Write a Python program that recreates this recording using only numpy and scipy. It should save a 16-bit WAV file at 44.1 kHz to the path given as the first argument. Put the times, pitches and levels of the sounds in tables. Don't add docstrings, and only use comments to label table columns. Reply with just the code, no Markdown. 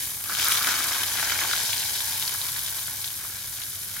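import sys
import numpy as np
from scipy import signal
from scipy.fft import rfft, irfft, next_fast_len
from scipy.io import wavfile
from scipy.ndimage import map_coordinates

SR = 44100
rng = np.random.default_rng(int(sys.argv[2]) if len(sys.argv) > 2 else 0)


def wrap_up_sound(samples):
    columns = np.atleast_2d(samples).T
    tamed = np.clip(columns, -1, 1)
    steps = np.round(tamed * 32767).astype(np.int16)
    wavfile.write(sys.argv[1], SR, steps)


N = 176400


def amp(db):
    return 10 ** (np.asarray(db) / 20)


def unit(x):
    return x / np.sqrt(np.mean(x ** 2) + 1e-20)


def along(points, hz):
    knots_hz, values = np.transpose(points)
    return np.interp(np.log(hz + 1), np.log(knots_hz + 1), values)


def curve(rows):
    return np.interp(np.arange(N) / SR, *np.transpose(rows))


def wobble(rate_hz):
    knots = rng.standard_normal(int(N * rate_hz / SR) + 4)
    return map_coordinates(knots, [np.arange(N) * rate_hz / SR])


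def bell(hz, centre_hz, width_hz):
    return 1 / (1 + (2 * (hz - centre_hz) / width_hz) ** 2)


def filtered(x, response):
    size = 2 * next_fast_len(N // 2 + SR // 4)
    return irfft(rfft(x, size) * response(np.fft.rfftfreq(size, 1 / SR)), size)[..., :N]


def minimum_phase(db):
    cepstrum = irfft(np.log(amp(db)))
    half = len(cepstrum) // 2
    return np.exp(rfft(np.r_[cepstrum[0], 2 * cepstrum[1:half], np.zeros(half)]))


def add(track, start_s, sound):
    part = track[:, max(0, round(start_s * SR)):][:, :sound.shape[1]]
    part += sound[:, :part.shape[1]]


def widen(pair):
    # frequency_hz, coherence
    coherence = [(100, .97), (500, .75), (1600, .85), (2300, .78), (2900, .45), (4000, .58), (5500, .15),
                 (7000, .5), (8000, .82), (11100, .98), (13000, .97), (15000, .85)]

    def weights(hz):
        angle = np.arccos(np.clip(along(coherence, hz), -1, 1)) / 2
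        return np.array([np.cos(angle), np.sin(angle)])

    mid, side = filtered(pair, weights)
    return np.array([mid + side, mid - side])


def appliance(air_db=-52):
    # pitch_hz, level_db
    tones = [(96.3, -55), (127, -59.5)]
    # frequency_hz, gain_db
    rumble = [(20, -21), (35, -13), (60, -0.5), (78, 0), (97, 0.5), (125, -1), (165, -6.5), (300, -15),
              (600, -20.5), (2000, -31)]
    t = np.arange(N) / SR
    hum = sum(amp(db) * np.sqrt(2) * np.sin(2 * np.pi * hz * t + .5 * wobble(4.6)) for hz, db in tones)
    air = unit(filtered(rng.standard_normal((2, N)), lambda hz: amp(along(rumble, hz))))
    return hum + amp(air_db) * widen(air)


def bowl_db(hz):
    # centre_hz, width_hz, gain_db
    resonances = [(300, 100, 1.5), (1560, 280, 7), (2310, 150, 2.5), (2730, 320, -5), (3080, 220, 4.5),
                  (3730, 380, 3.5), (6060, 300, 1)]
    return sum(db * bell(hz, centre, width) for centre, width, db in resonances)


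def bursts(spectrum, rate_hz, spread_db, clump_db, echo, echo_t60_s):
    size_db = spread_db * np.minimum(rng.standard_normal(N), 2.76)
    clumping_db = clump_db * unit(wobble(140) + .51 * wobble(35.05))
    clicks = (rng.random(N) < rate_hz / SR) * amp(size_db + clumping_db) * rng.choice([-1, 1], N)
    energy_decay = amp(-60 * np.arange(SR // 25) / SR / echo_t60_s) ** 2
    echo_energy = signal.oaconvolve(clicks ** 2, energy_decay / energy_decay.sum())[:N]
    mid, side = np.sqrt(np.abs(echo_energy)) * rng.standard_normal((2, N))
    pair = np.array([clicks + echo * mid, np.hypot(1, echo) * side])
    return unit(filtered(pair, lambda hz: minimum_phase(along(spectrum, hz) + bowl_db(hz))))


def ring_colour(hz, low_cut_hz=616):
    return minimum_phase(.5 * bowl_db(hz)) * (1j * hz / (low_cut_hz + 1j * hz)) ** 2


def bubbles(count=900, centre_hz=4300, spread_octaves=.6, spread_db=4.5, t60_cycles=10):
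    t = np.arange(SR // 100) / SR
    when, place = rng.random((2, count, 1))
    hz = centre_hz * 2 ** (spread_octaves * rng.uniform(-1, 1, (count, 1)))
    size_db = spread_db * np.clip(rng.standard_normal((count, 1)), -2, 2)
    rings = amp(size_db - 60 * t * hz / t60_cycles) * np.sin(2 * np.pi * hz * t)
    samples = ((when * N).astype(int) + np.arange(len(t))).ravel()
    pair = np.array([np.bincount(samples, (rings * gain).ravel(), N)[:N] for gain in (1, 2 * place - 1)])
    return unit(filtered(pair, ring_colour))


def under_pan(pair, peak_width_hz=290, notch_above_hz=380, notch_width_hz=230):
    # time_s, resonance_hz, lift_db, notch_db
    gap = [(0, 980, -4, -16), (.3, 1250, 6.5, -0.5), (.7, 1250, 6, -0.5), (1.2, 860, 4.5, -6),
           (1.8, 890, 7, -12), (2.1, 910, 8, -8), (2.5, 1005, 7, -2), (2.95, 910, 6, -6),
           (3.3, 1050, 1.5, 0), (4, 1020, -0.5, 0)]
    hz, t, spectra = signal.stft(pair, SR, nperseg=512)
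    time_s, *columns = np.transpose(gap)
    centre_hz, lift_db, notch_db = [np.interp(t, time_s, column) for column in columns]
    gain_db = lift_db * bell(hz[:, None], centre_hz, peak_width_hz)
    gain_db += notch_db * bell(hz[:, None], centre_hz + notch_above_hz, notch_width_hz)
    return unit(signal.istft(spectra * amp(gain_db), SR, nperseg=512)[1][:, :N])


def sizzle():
    # time_s, relative_level_db
    sputter_levels = [(0, -42), (.22, -48), (.32, -38), (.54, -31.5), (.61, -33.5), (.68, -28), (.77, -33),
                      (.92, -34), (1.08, -37), (1.22, -32), (1.42, -33), (1.64, -40), (2.3, -43),
                      (2.85, -45.5), (3.15, -47.5), (3.8, -49), (4, -45.5)]
    crackle_levels = [(0, -34.5), (.21, -44), (.29, -39), (.345, -32), (.41, -27.5), (.53, -27),
                      (.62, -30.5), (.7, -27.5), (.8, -29.5), (1.12, -32.5), (1.2, -30.5), (1.65, -29),
                      (2.25, -34), (2.87, -38), (3.2, -41), (3.63, -39.5), (3.85, -42), (4, -40)]
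    fizz_levels = [(0, -31.5), (.19, -35.5), (.53, -28.5), (.68, -30.5), (1.1, -31.5), (1.5, -32.5),
                   (1.66, -31.5), (2.3, -32), (3.1, -35), (3.33, -37), (3.65, -36), (4, -36.5)]
    # frequency_hz, gain_db
    sputter_spectrum = [(100, -27.5), (200, -13.5), (300, -13), (520, -17), (750, -9), (1100, -7),
                        (1600, -4), (2300, -4.5), (2900, -6.5), (4500, -19), (9000, -57)]
    crackle_spectrum = [(800, -19.5), (2000, -14), (3000, -3.5), (4400, 1.5), (5300, 2), (6400, 0.5),
                        (7600, 1.5), (9000, -6.5), (12000, -14), (16000, -46)]
    fizz_spectrum = [(1500, -27), (4000, -13.5), (7000, -4.5), (8500, -1.5), (10100, -2), (11100, .8),
                     (12500, -2.5), (14500, -2.5), (16000, -2.5)]
    sputter = bursts(sputter_spectrum, 2400, spread_db=5.5, clump_db=1.53, echo=.7, echo_t60_s=.025)
    sputter = under_pan(sputter) * amp(curve(sputter_levels) + .2)
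    crackle = bursts(crackle_spectrum, 5000, spread_db=5, clump_db=1, echo=.84, echo_t60_s=.0074)
    crackle = under_pan(crackle + amp(-9) * bubbles()) * amp(curve(crackle_levels) + .36)
    fizz = bursts(fizz_spectrum, 5000, spread_db=5, clump_db=.33, echo=.64, echo_t60_s=.024)
    return sputter + crackle + fizz * amp(curve(fizz_levels) + 3.35)


def spits(t60_s=.0044, low_cut_hz=6000):
    # start_s, relative_level_db
    droplets = [(0.24, -14), (.446, -7.5), (.485, -5.5), (.522, -5), (.539, -11), (.545, -7), (.583, -10),
                (.629, -10), (.72, -13), (.79, -10), (.842, -11), (1.035, -11), (2.056, -15), (2.198, -13),
                (2.592, -15), (2.874, -15), (3.967, -20)]
    track, t = np.zeros((2, N)), np.arange(SR // 50) / SR
    for start_s, db in droplets:
        snap = amp(db - 60 * t / t60_s) * rng.standard_normal((2, len(t)))
        add(track, start_s, snap * [[1], [.5]])
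    return filtered(track, lambda hz: 1j * hz / (low_cut_hz + 1j * hz))


def scatter(t60_s=.028):
    t = np.arange(SR // 25) / SR
    echoes = rng.standard_normal((2, len(t))) * amp(-60 * t / t60_s)
    paths = echoes / np.linalg.norm(echoes, axis=1, keepdims=True) * [[1], [np.sqrt(2)]]
    paths[0, 0] += 1
    return paths


def pops(t60_cycles=6.5, attack_s=.00012, crack=.36, gain_db=-5):
    # start_s, relative_level_db, pitch_hz
    pockets = [(.297, -15, 1480), (.35, -13.5, 3070), (.397, -7, 3040), (0.41, -10, 3300),
               (.453, -8.5, 2800), (.428, -8, 2970), (.519, -5.5, 3100), (.523, -17, 1600),
               (0.553, -16, 1480), (.573, -6.5, 3900), (.646, -12, 2290), (0.672, -8, 1210),
               (.677, -15, 1600), (.686, -14, 1380), (.909, -17.5, 1180), (.932, -10, 3500),
               (1.034, -12, 3480), (1.173, -10.5, 3600), (1.197, -9.5, 1900), (1.228, -9, 1750),
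               (1.297, -9.5, 2000), (1.303, -16, 2310), (1.321, -10, 1500), (1.39, -7, 2350),
               (1.414, -9.5, 1990), (1.418, -15, 2200), (1.424, -15, 960), (1.436, -8.5, 3050),
               (1.445, -20, 1080), (1.512, -16, 1700), (1.531, -6.5, 3950), (1.535, -11.5, 1580),
               (1.554, -20, 1600), (1.563, -11, 3400), (1.6, -18, 1400), (1.731, -9, 3050),
               (1.953, -14, 3740), (2.005, -12, 3700), (2.175, -14.5, 2660), (2.225, -9.5, 3500),
               (2.278, -8.5, 4440), (2.346, -22, 1400), (2.415, -11.5, 3700), (2.585, -18, 3900),
               (2.663, -14, 3550), (2.783, -23, 1240), (2.787, -17, 4100), (2.881, -22, 1620),
               (3.015, -16, 5100), (3.044, -9, 4200), (3.077, -15, 3850), (3.249, -25, 1180),
               (3.389, -23, 3700), (3.618, -19, 3900), (3.635, -18, 4550), (3.967, -20.5, 1710)]
    track, t = np.zeros((2, N)), np.arange(SR // 50) / SR
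    for start_s, db, hz in pockets:
        envelope = amp(-60 * t * hz / t60_cycles) * (1 - np.exp(-t / attack_s))
        ring = np.sin(2 * np.pi * hz * t) + crack * rng.standard_normal(len(t))
        ring *= amp(db + gain_db) * envelope / envelope.max()
        add(track, start_s, signal.fftconvolve(ring[None], scatter(), axes=1))
    return filtered(track, ring_colour)


def kitchen(x):
    # frequency_hz, t60_s
    decay_times = [(200, 0.21), (2000, 0.23), (12000, 0.083)]
    hz, t, spectra = signal.stft(rng.standard_normal((2, SR // 3)), SR, nperseg=256)
    decay = amp(-60 * t / along(decay_times, hz)[:, None])
    tail = signal.istft(spectra * decay, SR, nperseg=256)[1]
    return signal.fftconvolve(x, tail / np.linalg.norm(tail[0]), axes=1)[:, :N]


def scene(room_db=-11.5):
    oil = widen(sizzle() + pops() + spits())
    return oil + amp(room_db) * kitchen(oil) + appliance()


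def record(dry, top_hz=15820):
    # frequency_hz, balance_db
    balance = [(90, .3), (750, 3), (1400, 2), (2200, 0), (3200, 1.8), (4400, 1.3), (5600, 4.2), (7200, 2),
               (8500, 2.4), (10300, 0)]
    # frequency_hz, lead_rad
    lead = [(2300, 0), (2750, 1.1), (4100, 1.1), (5400, -.3), (6400, .1), (7200, 1.9), (8000, 2.6),
            (9300, 1.3), (11100, 0), (13000, 0), (13400, -.8), (16000, -2.2)]
    sides = np.array([[.5], [-.5]])

    def response(hz):
        return amp(sides * along(balance, hz)) * np.exp(1j * sides * along(lead, hz)) * (hz < top_hz)

    return filtered(dry, response)


dry = scene()
out = record(dry)
wrap_up_sound(out)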